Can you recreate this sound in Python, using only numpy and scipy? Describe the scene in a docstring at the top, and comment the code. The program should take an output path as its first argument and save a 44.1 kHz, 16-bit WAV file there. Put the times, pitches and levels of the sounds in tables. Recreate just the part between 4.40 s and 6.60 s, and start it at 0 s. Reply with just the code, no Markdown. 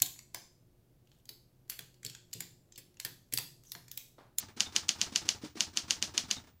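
"""Manual typewriter on a stone counter

One microphone close to the machine in a small room: two short runs of letters, a space between them.
For each letter a key lever knocks, the escapement trips, the type slug cracks on the platen and the
frame rattles; then the typebar drops back and the carriage bumps to its next stop.
A faint high whine stands over the room's hush."""
import sys
import numpy as np
from scipy import signal
from scipy.fft import rfft, irfft
from scipy.io import wavfile
from scipy.ndimage import uniform_filter1d

SR = 44100
rng = np.random.default_rng(int(sys.argv[2]) if len(sys.argv) > 2 else 0)


def transcribe(signal):
    """Save signal, clipped to [-1, 1], as a 16-bit WAV file at the path in sys.argv[1]."""
    frames = np.atleast_2d(signal).T
    limited = np.clip(frames, -1, 1)
    pcm = np.round(limited * 32767).astype(np.int16)
    wavfile.write(sys.argv[1], SR, pcm)


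N = 97020

# Type slugs hitting the platen. Each row: start in seconds, then crack, frame and escapement in dB.
STRIKES = [(-.034, -1, -35.5, -37), (.2055, -5.5, -35.5, -37.5), (0.3632, -5.5, -35, -38.5),
           (.4916, -6, -37.5, -35.5), (.6149, -7.5, -34, -42.5), (0.7598, -6, -35, -38.5),
           (.8899, -6, -35, -39.5), (1.2067, -6.5, -33.5, -43), (1.3727, -8.5, -36, -42),
           (1.5077, -6, -34, -40), (1.6256, -9.5, -35.5, -47), (1.7783, -7, -34, -42),
           (1.9119, -8.5, -36, -39)]


def type_strikes():
    """The escapement trips, the slug cracks on the platen and chatters on the paper, the frame rattles."""
    # Modes of the platen and of thin steel parts that ring on.
    # Each row: frequency in Hz, relative level in dB, t60 in seconds.
    platen_modes = [(1595, -14, 0.016), (1952, -16.5, 0.013), (2770, -27.5, .012), (3180, -3.5, 0.005),
                    (3644, -14, 0.0082), (4100, -13.5, 0.0099), (4598, -6.5, 0.0078), (5000, -11, .012),
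                    (5770, -6.5, 0.0064), (6085, -14, 0.011), (6464, -9, 0.006), (6360, -17, 0.006),
                    (8280, -10, 0.0038), (11350, -16.5, .004)]
    steel_modes = [(2940, -9.5, 0.091), (2880, 15, 0.089), (3770, 1, 0.21), (4800, -11.5, 0.1),
                   (5030, -5, .14), (5200, -1.5, 0.14), (4950, 4, 0.27), (5960, -11.5, 0.2), (6240, 5, .12),
                   (6780, 11.5, .12), (6900, 2, .14)]
    # Spectra of the crack, the chatter and the frame. Each row: frequency in Hz, relative level in dB.
    crack_spectrum = [(150, -22.5), (900, -18.5), (1500, -11), (2500, 3), (7000, 3), (9000, -2),
                      (12000, -4), (14000, -4.5), (16000, -4)]
    chatter_spectrum = [(200, -28.5), (1000, -16), (2000, -1.5), (3000, -0.5), (6800, -0.5), (8000, -15),
                        (12000, -20), (16000, -38.5)]
    frame_spectrum = [(60, -28), (200, -1.5), (330, -10), (520, -14), (880, -8.5), (1020, -14),
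                      (1250, -9.5), (1650, -10.5), (2100, -10.5), (2900, -5.5), (4000, -3), (5400, -1),
                      (6800, -4.5), (8000, -11), (10000, -19.5), (12500, -23.5), (16000, -32.5)]
    chatter_db, steel_db = -18.5, -33.5  # relative to the crack
    escapement_lead_s = 0.0087
    likeness = 0.59  # share of the frame's rattle that is the same on every strike
    usual_contacts = contacts()
    out = np.zeros(N)
    for at, crack_db, frame_db, escapement_db in STRIKES:
        blow = ring(platen_modes, spread=0.003) * swell(0.00012)  # the ribbon cushions the slug
        crack = colour(blow, crack_spectrum)
        shaking = np.sqrt(likeness) * usual_contacts + np.sqrt(1 - likeness) * contacts()
        chatter = rattle(shaking, chatter_spectrum, attack_s=0.0026, t60=0.017)
        frame = rattle(shaking, frame_spectrum, attack_s=0.0026, t60=0.2)
        steel = ring(steel_modes, spread=0.003)
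        escapement = rattle(contacts(), frame_spectrum, attack_s=0.0018, t60=0.22)
        add(out, at, -undb(crack_db) * crack / np.abs(crack).max())
        add(out, at, undb(crack_db + chatter_db) * chatter)
        add(out, at, undb(crack_db + steel_db) * steel)
        add(out, at, undb(frame_db) * frame)
        add(out, at - escapement_lead_s, undb(escapement_db) * escapement)
    return out


def keys():
    """Fingers drive down the key levers and the space bar, which knock and shake their linkages."""
    # Key presses. Each row: start in seconds, rattle in dB, knock in dB, knock pitch in Hz.
    presses = [(.163, -45.5, -39.5, 238), (0.319, -48.5, -55, 256), (0.345, -42.5, -42, 299),
               (0.482, -50, -69, 236), (0.582, -46.5, -50, 241), (.718, -45, -37.5, 225),
               (0.848, -45.5, -41, 243), (1.151, -50, -34.5, 327), (1.166, -43, -37.5, 233),
               (1.328, -53, -49, 240), (1.355, -44.5, -52, 244), (1.476, -46, -45.5, 214),
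               (1.614, -45.5, -42.5, 226), (1.736, -43, -46, 240), (1.879, -49, -43.5, 220)]
    # Modes of a key lever. Each row: ratio to its pitch, relative level in dB, t60 in seconds.
    lever_modes = [(.78, -15, 0.084), (0.999, 19, 0.086), (1.219, 13, 0.095), (1.5, -8, .05)]
    # The space bar going down and bottoming out. Each row: start in seconds, rattle in dB, thud in dB.
    space_blows = [(1.013, -47.5, -45), (1.036, -42.5, -23.5)]
    # Modes of the space bar. Each row: frequency in Hz, relative level in dB, t60 in seconds.
    space_bar_modes = [(146.5, -16, 0.14), (216, -8, 0.1), (260, -2, 0.056), (296, -3, 0.15),
                       (360, -11, 0.042), (420, -8, 0.054), (564, -16, 0.099)]
    # Spectrum of the linkages. Each row: frequency in Hz, relative level in dB.
    linkage_spectrum = [(100, -48.5), (300, 12), (550, -4), (1000, 2), (2100, -1.5), (3500, -1),
                        (5700, 0.5), (7000, -5), (8500, -9.5), (12000, -17), (16000, -35.5)]
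    slack_s = 0.004  # the lever's slack is taken up before it knocks
    out = np.zeros(N)
    for at, rattle_db, knock_db, pitch_hz in presses:
        modes = [(ratio * pitch_hz, db, t60) for ratio, db, t60 in lever_modes]
        knock = ring(modes) * swell(0.0027)
        linkage = rattle(contacts(), linkage_spectrum, attack_s=0.009, t60=0.26)
        add(out, at, undb(rattle_db) * linkage)
        add(out, at + slack_s, undb(knock_db) * knock)
    for at, rattle_db, thud_db in space_blows:
        thud = ring(space_bar_modes) * swell(0.003)
        linkage = rattle(contacts(), linkage_spectrum, attack_s=0.014, t60=0.2)
        add(out, at, undb(rattle_db) * linkage + undb(thud_db) * thud)
    return out


def typebars():
    """Each bar drops back into the basket with a clatter and a short, rough ring."""
    # Bars landing on their rest. Each row: start in seconds, clatter in dB, ring in dB.
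    landings = [(0.024, -48.5, -59), (0.083, -51.5, -54), (0.261, -45.5, -35), (0.427, -48.5, -48),
                (0.55, -47.5, -50), (.663, -44, -55), (.815, -46, -40.5), (0.945, -47.5, -57),
                (1.267, -50.5, -60), (1.433, -50, -62), (1.561, -48.5, -51.5), (1.674, -47, -54),
                (1.833, -48.5, -41), (1.964, -46.5, -31), (1.977, -58, -37), (2.037, -57, -65),
                (2.069, -54.5, -64.5)]
    # Modes of a typebar. Each row: frequency in Hz, relative level in dB, t60 in seconds.
    bar_modes = [(2150, -8, .05), (2910, -10.5, 0.045), (3660, -3.5, 0.086), (3640, -2.5, 0.075),
                 (3920, -15.5, .06), (5410, -11.5, .04)]
    # Spectrum of the clatter. Each row: frequency in Hz, relative level in dB.
    clatter_spectrum = [(100, 2), (300, 9), (550, -3.5), (880, 4.5), (1020, -1), (1300, 0.5), (2400, -4.5),
                        (3700, -7.5), (6000, -8), (8500, -15), (12000, -22), (16000, -34.5)]
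    out = np.zeros(N)
    for at, clatter_db, ring_db in landings:
        ping = ring(bar_modes) * flutter(depth_db=6, size=90) * swell(0.00039)
        clatter = rattle(contacts(), clatter_spectrum, attack_s=0.0039, t60=0.18)
        add(out, at, undb(clatter_db) * clatter + undb(ring_db) * ping)
    return out


def carriage():
    """After every letter the carriage steps on, bumps its stop and rebounds."""
    # Modes of the machine's body. Each row: frequency in Hz, relative level in dB, t60 in seconds.
    body_modes = [(86.7, 1, 0.24), (110, -2.5, .2), (188, -8, 0.2), (226, -8, 0.22), (298, -6.5, .16),
                  (914, -6.5, 0.13), (1340, -18.5, 0.083)]
    stop_lag_s, stop_db = 0.063, -42.5
    rebound_s, rebound_db = 0.036, -10.5  # relative to the first bump
    out = np.zeros(N)
    for at, *_ in STRIKES:
        for lag_s, db in ((stop_lag_s, stop_db), (stop_lag_s + rebound_s, stop_db + rebound_db)):
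            add(out, at + lag_s, undb(db) * ring(body_modes) * swell(0.0084))
    return out


def room(direct):
    """Echoes from the counter and near walls reach the microphone, then a short diffuse tail."""
    # Reflections off nearby surfaces. Each row: delay in seconds, level in dB against the direct sound.
    echoes = [(.0017, -22), (.0031, -35), (.0082, -22.5)]
    tail_delay_s, tail_db = 0.014, -16
    out = direct.copy()
    for delay_s, db in echoes:
        add(out, delay_s, undb(db) * direct)
    tail = rng.standard_normal(SR // 2) * fade(t60=0.11)
    add(out, tail_delay_s, undb(tail_db) * signal.fftconvolve(direct, tail / np.linalg.norm(tail)))
    return out


def hush():
    """Room tone: a steady, low noise."""
    # Spectrum of the quiet room. Each row: frequency in Hz, relative level in dB.
    hush_spectrum = [(25, -10), (50, -6.5), (85, 5.5), (200, -6.5), (400, -16), (1000, -28), (3000, -31.5),
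                     (8000, -36.5), (16000, -44)]
    return undb(-65) * colour(rng.standard_normal(N), hush_spectrum, size=4096)


def whine():
    """A thin electrical tone at the top of hearing."""
    pitch_hz, rms_db = 15077, -76
    return undb(rms_db) * np.sqrt(2) * np.sin(2 * np.pi * pitch_hz * np.arange(N) / SR)


def ring(modes, spread=0.015):
    """Struck modes, each detuned on every blow by a random share of about `spread`; peak 1."""
    ringing = np.zeros(SR // 2)
    for hz, db, t60 in modes:
        detuned_hz = hz * (1 + spread * rng.standard_normal())
        ringing += undb(db) * fade(t60) * np.sin(2 * np.pi * detuned_hz * clock())
    return ringing / np.abs(ringing).max()


def rattle(drive, spectrum, attack_s, t60):
    """Contacts of loose metal parts that swell and die away."""
    return colour(drive * swell(attack_s) * fade(t60), spectrum)


def contacts():
    """Uneven stream of tiny metal contacts."""
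    return rng.standard_normal(SR // 2) * flutter(depth_db=2.5, size=24)


def flutter(depth_db, size):
    """Smoothed random gain of unit power, drawn anew every `size` samples."""
    steps = undb(depth_db * rng.standard_normal(SR // 2 // size + 1))
    gain = uniform_filter1d(np.repeat(steps, size), size // 2)[:SR // 2]
    return gain / np.sqrt(np.mean(gain ** 2))


def colour(x, spectrum, size=1024):
    """Causal filter of unit power that follows (Hz, dB) points."""
    hz, db = np.array(spectrum, float).T
    bins_hz = np.arange(size // 2 + 1) * SR / size
    gain = undb(np.interp(np.log(bins_hz + 1), np.log(hz), db))
    cepstrum = irfft(np.log(gain))
    cepstrum[1:size // 2] *= 2  # folded to minimum phase, so nothing sounds ahead of a blow
    cepstrum[size // 2 + 1:] = 0
    response = irfft(np.exp(rfft(cepstrum)))
    return signal.fftconvolve(x, response / np.linalg.norm(response))[:len(x)]


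def swell(attack_s):
    """A blow builds linearly for `attack_s` seconds, then holds."""
    return np.minimum(clock() / attack_s, 1)


def fade(t60):
    """Exponential decay, 60 dB in `t60` seconds."""
    return np.exp(-np.log(1000) * clock() / t60)


def clock():
    """Time since a blow, over half a second."""
    return np.arange(SR // 2) / SR


def undb(db):
    """Decibels to gain."""
    return 10 ** (np.asarray(db) / 20)


def add(out, at_s, sound):
    """Mix a sound in at a time."""
    start = int(round(at_s * SR))
    lo, hi = max(start, 0), min(start + len(sound), N)
    if hi > lo:
        out[lo:hi] += sound[lo - start:hi - start]


def scene():
    """The machine in its room, over the hush and the whine, in mono."""
    background = hush() + whine()
    machine = type_strikes() + keys() + typebars() + carriage()
    return (room(machine) + background)[None]


def record(dry):
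    """The recorder cuts the top with a steep low-pass."""
    top_hz = 15600
    return signal.sosfilt(signal.ellip(8, .2, 70, top_hz, fs=SR, output="sos"), dry)


dry = scene()
out = record(dry)
transcribe(out)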